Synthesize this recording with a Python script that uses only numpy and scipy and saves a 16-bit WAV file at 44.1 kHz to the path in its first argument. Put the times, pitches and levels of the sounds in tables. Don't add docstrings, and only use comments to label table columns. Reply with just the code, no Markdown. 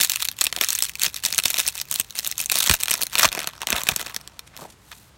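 import sys
import numpy as np
from scipy import signal
from scipy.fft import rfft, irfft
from scipy.io import wavfile
from scipy.ndimage import uniform_filter1d

SR = 44100
rng = np.random.default_rng(int(sys.argv[2]) if len(sys.argv) > 2 else 0)


def bounce(signal):
    frames = np.transpose(np.atleast_2d(signal))
    limited = np.clip(frames, -1, 1)
    pcm = np.round(limited * 32767).astype(np.int16)
    wavfile.write(sys.argv[1], SR, pcm)


N = 228085

# f/Hz, relative density/dB
AIR_SPECTRUM = [(20, -22), (55, -0.5), (130, -2), (250, -11), (500, -16), (1000, -15), (3000, -22),
                (8000, -26.5), (16000, -38.5)]
# f/Hz, bandwidth/Hz, gain/dB
NEARBY_MODES = [(630, 40, -15), (1300, 30, -22), (2620, 55, -10)]
# f/Hz, bandwidth/Hz, gain/dB
PEAKS_AND_DIPS = [(665, 43, 5.5), (832, 62, -11), (1054, 600, 4), (3950, 360, 1), (4900, 370, -8),
                  (9330, 740, 1), (10490, 700, -5), (11950, 1930, 1)]
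# t/s, peak level/dB, centre f/Hz
FINGER_BUMPS = [(0.575, -26, 440), (0.613, -18.5, 510), (1.072, -35, 220), (1.456, -27.5, 158),
                (1.999, -34.5, 99), (2.7, -21, 298), (2.701, -14, 82), (2.712, -19, 52),
                (3.252, -25.5, 124), (3.267, -31, 50), (3.728, -20, 260), (3.735, -26.5, 64),
                (3.917, -27.5, 74), (4.625, -30, 300)]
# middle t/s, nominal duration/s, level/dB, centre f/Hz
STROKES = [(2.564, 0.017, -31.5, 480), (2.706, 0.054, -34, 700), (2.961, 0.097, -42.5, 505),
           (3.251, 0.017, -16, 1150), (3.366, 0.14, -42, 400), (3.755, 0.1, -33.5, 1100),
           (3.905, 0.054, -41.5, 610), (4.061, 0.18, -63, 1100), (4.475, 0.037, -51.5, 3780),
           (4.545, 0.094, -55.5, 1420), (4.616, 0.12, -46, 5200), (4.631, 0.12, -44, 420),
           (4.712, 0.072, -52, 4500), (4.926, 0.023, -38.5, 1990), (4.955, 0.27, -52, 6000)]
# t/s, f/Hz
PITCH_CURVE = [(0, 5830), (.55, 4070), (.8, 5470), (1.05, 4900), (1.7, 5580), (2.6, 5630), (3.25, 3850),
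               (3.63, 2670), (3.92, 3860), (4.4, 2300)]
# t/s, gain/dB
SLACK_BASS = [(0, 3.5), (.1, -24), (.38, -3.5), (.58, 4.5), (.68, -13), (.95, -29), (1.06, 1), (2.1, -2.5),
              (2.6, -2), (3.3, 7), (4.4, 8.5)]
# f/centre f, relative level/dB
BUCKLE_SPECTRUM = [(.03, -24.5), (.08, -24), (.2, -17.5), (.5, -2), (1, 3.5), (2, 2.5), (4, 0), (8, -11.5)]
# start t/s, duration/s, relative level/dB
GRIPS = [(0.006, 0.045, -20), (.092, 0.071, -29.5), (0.205, 0.05, -26.5), (0.397, 0.079, -31),
         (0.558, .03, -36.5), (0.614, 0.025, -22.5), (0.671, 0.22, -30), (1.009, 0.063, -22),
         (1.169, 0.0067, -31), (1.242, 0.034, -26), (1.289, 0.11, -33.5), (1.441, 0.086, -27.5),
         (1.571, 0.044, -21.5), (1.661, 0.026, -23), (1.746, 0.064, -30.5), (1.912, 0.039, -29),
         (1.984, 0.018, -24), (2.167, 0.022, -25.5), (2.226, 0.1, -35), (2.386, 0.046, -28.5),
         (2.52, 0.145, -22), (2.681, 0.061, -17), (2.798, 0.032, -30), (2.89, 0.058, -27),
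         (2.951, 0.086, -33), (3.127, 0.01, -29.5), (3.182, 0.079, -20), (3.21, 0.033, -12.5),
         (3.322, 0.12, -32), (3.472, 0.016, -34.5), (3.546, 0.0095, -45), (3.624, 0.0047, -32.5),
         (3.693, 0.12, -30), (3.869, 0.049, -27.5), (3.998, 0.014, -31), (4.06, 0.033, -37.5)]
# t/s, relative level/dB, f/Hz
CREASE_SNAPS = [(0.0112, 1, 3560), (0.018, -5.5, 5370), (0.0348, -7, 4470), (0.0471, -3, 6800),
                (0.097, -3, 3870), (0.1184, -6, 5200), (0.1591, -7, 2750), (0.2229, -10, 3500),
                (0.2284, -12, 3540), (0.2864, -6.5, 4000), (0.3145, -19.5, 3340), (0.388, -18, 7000),
                (0.4109, 0, 6630), (0.4149, -1, 4170), (0.4405, -4.5, 9460), (0.4464, -10, 8900),
                (0.4674, -4, 2610), (0.5262, -10.5, 3100), (0.5634, -11, 3320), (0.5868, -17.5, 3190),
                (0.612, -1, 3230), (0.6456, -7.5, 6600), (0.6866, -6.5, 4400), (0.7043, -4, 5860),
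                (0.7294, -8, 8600), (0.7516, -6.5, 6340), (0.7882, -9, 9400), (0.8236, 1.5, 5360),
                (0.8363, -11, 7050), (0.852, -13.5, 3470), (0.9542, -16.5, 2420), (1.018, -6, 2700),
                (1.034, -0.5, 4270), (1.0522, -13, 6900), (1.0633, -6.5, 3240), (1.1434, -16.5, 3930),
                (1.1633, -15, 3770), (1.251, -3.5, 3780), (1.2601, -6, 5950), (1.3262, -8, 5100),
                (1.3463, -11.5, 6860), (1.3801, -1.5, 6200), (1.3872, -0.5, 4030), (1.3994, -11, 2800),
                (1.437, -11.5, 4330), (1.455, -3.5, 3660), (1.457, -0.5, 4530), (1.5035, -7.5, 9900),
                (1.542, -7.5, 3730), (1.5847, -5.5, 6000), (1.6007, -3.5, 3800), (1.6782, -2.5, 8450),
                (1.8143, -10, 4860), (1.9128, -7, 8400), (1.941, -10.5, 9350), (1.9584, -9.5, 5780),
                (1.9986, 0.5, 8300), (2.1068, -21.5, 3950), (2.189, -7.5, 4970), (2.2468, -14, 3900),
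                (2.265, -12, 3600), (2.274, -7.5, 12400), (2.3136, -11.5, 6300), (2.38, -11, 6500),
                (2.4016, -10.5, 2470), (2.414, -11.5, 11000), (2.4591, -11, 6400), (2.4981, -6.5, 2690),
                (2.5171, -3, 8040), (2.5559, -5.5, 3800), (2.587, -3.5, 9060), (2.603, -6.5, 3820),
                (2.6402, -10.5, 3960), (2.6743, -5.5, 3050), (2.6958, 4, 2570), (2.7115, -4.5, 2580),
                (2.8108, -21, 3050), (2.834, -3, 8540), (2.8573, -14.5, 3840), (2.8821, -8.5, 2440),
                (2.9088, -5, 8500), (2.9137, -1.5, 3040), (2.9392, -3.5, 5570), (3.0167, -8, 9050),
                (3.0243, -8, 3830), (3.033, -5, 11340), (3.0675, -15, 4040), (3.1537, -4, 3510),
                (3.1814, -7, 2700), (3.187, -3.5, 9800), (3.1966, -3.5, 3760), (3.2528, 1.5, 2780),
                (3.288, -13.5, 3830), (3.3279, -13, 2540), (3.3915, -12.5, 2500), (3.473, -9.5, 4340),
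                (3.6173, -15, 2700), (3.6705, -8, 2940), (3.7035, -6, 6270), (3.7276, -4.5, 2620),
                (3.764, -11, 2840), (3.7794, -18, 2710), (3.8063, -22, 7160), (3.8347, -13, 9600),
                (3.8879, 3.5, 3670), (3.9619, -6, 7800), (4.0132, -15.5, 4100), (4.145, -18.5, 5230),
                (4.1633, -10.5, 5100), (4.2122, -30.5, 5230), (4.2755, -23, 4900), (4.3928, -20, 4260),
                (4.5655, -26, 5170), (4.5747, -27, 3750), (4.9165, -27.5, 3470)]

CARDS_OUT_S, LET_GO_S = 3.85, 4.083


def from_db(db):
    return 10 ** (np.asarray(db) / 20)


def rms_one(x):
    return x / np.sqrt(np.mean(x ** 2) + 1e-20)


def unit_rows(x):
    return x / np.linalg.norm(x, axis=1, keepdims=True)


def on_log_axis(points, where):
    place, value = np.transpose(points)
    return np.interp(np.log(where), np.log(place), value)


def add(out, seconds, sound):
    start = int(np.clip(round(seconds * SR), 0, N))
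    out[start:start + len(sound)] += sound[:N - start]


def filtered(x, hz, kind, order=2):
    return signal.sosfilt(signal.butter(order, hz, kind, fs=SR, output="sos"), x)


def resonance(x, hz, width_hz):
    return signal.lfilter(*signal.iirpeak(hz, hz / width_hz, fs=SR), x)


def flutter(samples):
    return rms_one(uniform_filter1d(rng.standard_normal(N), size=samples))


def room_tone(air_db, hum_db, hum_hz):
    hz = np.maximum(np.fft.rfftfreq(N, 1 / SR), 1)
    air = irfft(rfft(rng.standard_normal(N)) * from_db(on_log_axis(AIR_SPECTRUM, hz)), N)
    hum = np.sqrt(2) * np.sin(2 * np.pi * hum_hz * np.arange(N) / SR)
    return from_db(air_db) * rms_one(air) + from_db(hum_db) * hum


def reflections(x, wet_db, t60_s, split_hz):
    t = np.arange(SR // 2) / SR
    scatter = rng.standard_normal(len(t)) * (1 - np.exp(-t / 0.00086))
    bass = filtered(scatter, split_hz, "low", order=1)
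    treble = scatter - bass
    tail = (bass + 1.4 * treble) * from_db(-60 * t / t60_s)
    return from_db(wet_db) * signal.fftconvolve(x, tail / np.linalg.norm(tail))[:N]


def nearby_ringing(x):
    return sum(from_db(db) * resonance(x, hz, width_hz) for hz, width_hz, db in NEARBY_MODES)


def coloured(x):
    for hz, width_hz, db in PEAKS_AND_DIPS:
        x = x + (from_db(db) - 1) * resonance(x, hz, width_hz)
    return x


def finger_bumps(rub, decay_s):
    t, out = np.arange(SR // 8) / SR, np.zeros(N)
    for s, db, hz in FINGER_BUMPS:
        push = (t == 0) + rub * rng.standard_normal(len(t)) * np.exp(-t / decay_s)
        thud = filtered(push, [hz / 2, hz * 2], "band")
        add(out, s, from_db(db) * thud / np.abs(thud).max())
    return out


def slides(band_ratio, catch_db):
    out = np.zeros(N)
    for middle_s, nominal_s, db, hz in STROKES:
        swell = np.hanning(int(1.5 * nominal_s * SR))
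        edges_hz = np.clip([hz / band_ratio, hz * band_ratio], 20, .45 * SR)
        jerk_db = catch_db * (500 / hz) ** 0.14
        friction = rng.standard_normal(SR) * from_db(jerk_db * flutter(samples=200)[:SR])
        hiss = rms_one(filtered(friction, edges_hz, "band")[:len(swell)])
        add(out, middle_s - len(swell) / SR / 2, from_db(db) * swell * hiss)
    return out


def film_pitch(seconds):
    return np.interp(seconds, *np.transpose(PITCH_CURVE))


def slackened(x, split_hz):
    bass = filtered(filtered(x, split_hz, "low"), split_hz, "low")
    treble = filtered(filtered(x, split_hz, "high"), split_hz, "high")
    bass_db = np.interp(np.arange(N) / SR, *np.transpose(SLACK_BASS))
    return treble + bass * from_db(bass_db)


def finger_effort(held_db, build_db_per_s, settle_db_per_s, let_go_db_per_s):
    t = np.arange(N) / SR
    power = from_db(held_db - let_go_db_per_s * np.maximum(t - LET_GO_S, 0)) ** 2
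    for s, length_s, db in GRIPS:
        before_db = build_db_per_s * np.maximum(s - t, 0)
        after_db = settle_db_per_s * np.maximum(t - s - length_s, 0)
        power += from_db(db - np.minimum(before_db + after_db, 100)) ** 2
    return np.sqrt(power)


def buckles(centre_hz, lead_hz, attack_s, decay_s, uneven_db, lead_db, ring_s, count=160):
    t = np.arange(SR // 60) / SR
    facet_hz = np.geomspace(150, 17000, count) * from_db(rng.normal(0, .1, count))
    slowness = (4000 / facet_hz[:, None]) ** .5
    swell = (1 - np.exp(-t / (attack_s * slowness))) * np.exp(-t / (decay_s * slowness))
    facets = unit_rows(swell * np.sin(2 * np.pi * (facet_hz[:, None] * t + rng.random((count, 1)))))
    favour = rms_one(uniform_filter1d(rng.standard_normal((len(centre_hz), count)), size=14, axis=1))
    share_db = on_log_axis(BUCKLE_SPECTRUM, facet_hz / centre_hz[:, None]) + uneven_db * favour
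    polarity = rng.choice([-1, 1], share_db.shape)
    cracks = unit_rows((from_db(share_db) * polarity) @ facets)
    lead_swell = (1 - np.exp(-t / attack_s)) * np.exp(-t / ring_s)
    lead = unit_rows(lead_swell * np.sin(2 * np.pi * lead_hz[:, None] * t))
    return unit_rows(cracks + from_db(lead_db) * lead) * np.sqrt(SR / 1000)


def crinkle(per_s, spread_db, gain_db, brightness, clump_db):
    urge = from_db(clump_db * flutter(samples=350))
    chance = per_s * urge / urge.mean() / SR
    seconds = np.flatnonzero(rng.random(N) < chance) / SR
    centre_hz = brightness * film_pitch(seconds)
    lead_hz = 0.662 * centre_hz * from_db(rng.normal(0, 2.56, len(seconds)))
    cracks = buckles(centre_hz, lead_hz, attack_s=0.00054, decay_s=0.00068,
                     uneven_db=4, lead_db=-10, ring_s=0.001)
    sizes = from_db(spread_db * np.minimum(rng.exponential(1, len(seconds)), 3.5))
    out = np.zeros(N)
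    for s, size, crack in zip(seconds, sizes, cracks):
        add(out, s, size * crack)
    running_rms = np.sqrt(np.abs(uniform_filter1d(out ** 2, size=SR // 25)) + .01)
    return out / running_rms * from_db(gain_db)


def snaps(gain_db, brightness, pitch_share):
    seconds, level_db, pitch_hz = np.transpose(CREASE_SNAPS)
    centre_hz = brightness * film_pitch(seconds) ** (1 - pitch_share) * pitch_hz ** pitch_share
    cracks = buckles(centre_hz, pitch_hz, attack_s=0.00041, decay_s=0.00097,
                     uneven_db=2, lead_db=-5.5, ring_s=0.00072)
    out = np.zeros(N)
    for s, db, crack in zip(seconds, level_db, cracks):
        add(out, s, from_db(db + gain_db) * crack)
    return out


def scene():
    crackle = crinkle(per_s=240, spread_db=7, gain_db=-1.5, brightness=0.95, clump_db=6)
    rustle = crinkle(per_s=1200, spread_db=6, gain_db=-7.5, brightness=0.894, clump_db=5)
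    effort = finger_effort(held_db=-48.5, build_db_per_s=905, settle_db_per_s=750, let_go_db_per_s=61)
    brushed = np.clip((np.arange(N) / SR - CARDS_OUT_S) * 10, 0, 1)
    wrinkles = effort * (crackle * from_db(-5 * brushed) + rustle * from_db(10.1 * brushed))
    creases = snaps(gain_db=-3, brightness=1.276, pitch_share=0.48)
    film = slackened(creases + wrinkles, split_hz=880)
    friction = slides(band_ratio=2.38, catch_db=6.5)
    pack = coloured(film + friction) + finger_bumps(rub=0.066, decay_s=0.0073)
    echoes = reflections(pack, wet_db=-13.5, t60_s=0.046, split_hz=1100)
    background = room_tone(air_db=-53, hum_db=-61.5, hum_hz=60)
    return (pack + nearby_ringing(pack) + echoes + background)[None]


def record(dry):
    ceiling, bass_cut_hz, treble_cut_hz = 0.7, 30, 16100
    heard = filtered(dry, bass_cut_hz, "high")
    rounded = ceiling * np.tanh(heard / ceiling)
    return signal.sosfilt(signal.ellip(10, .2, 70, treble_cut_hz, fs=SR, output="sos"), rounded)


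dry = scene()
out = record(dry)
bounce(out)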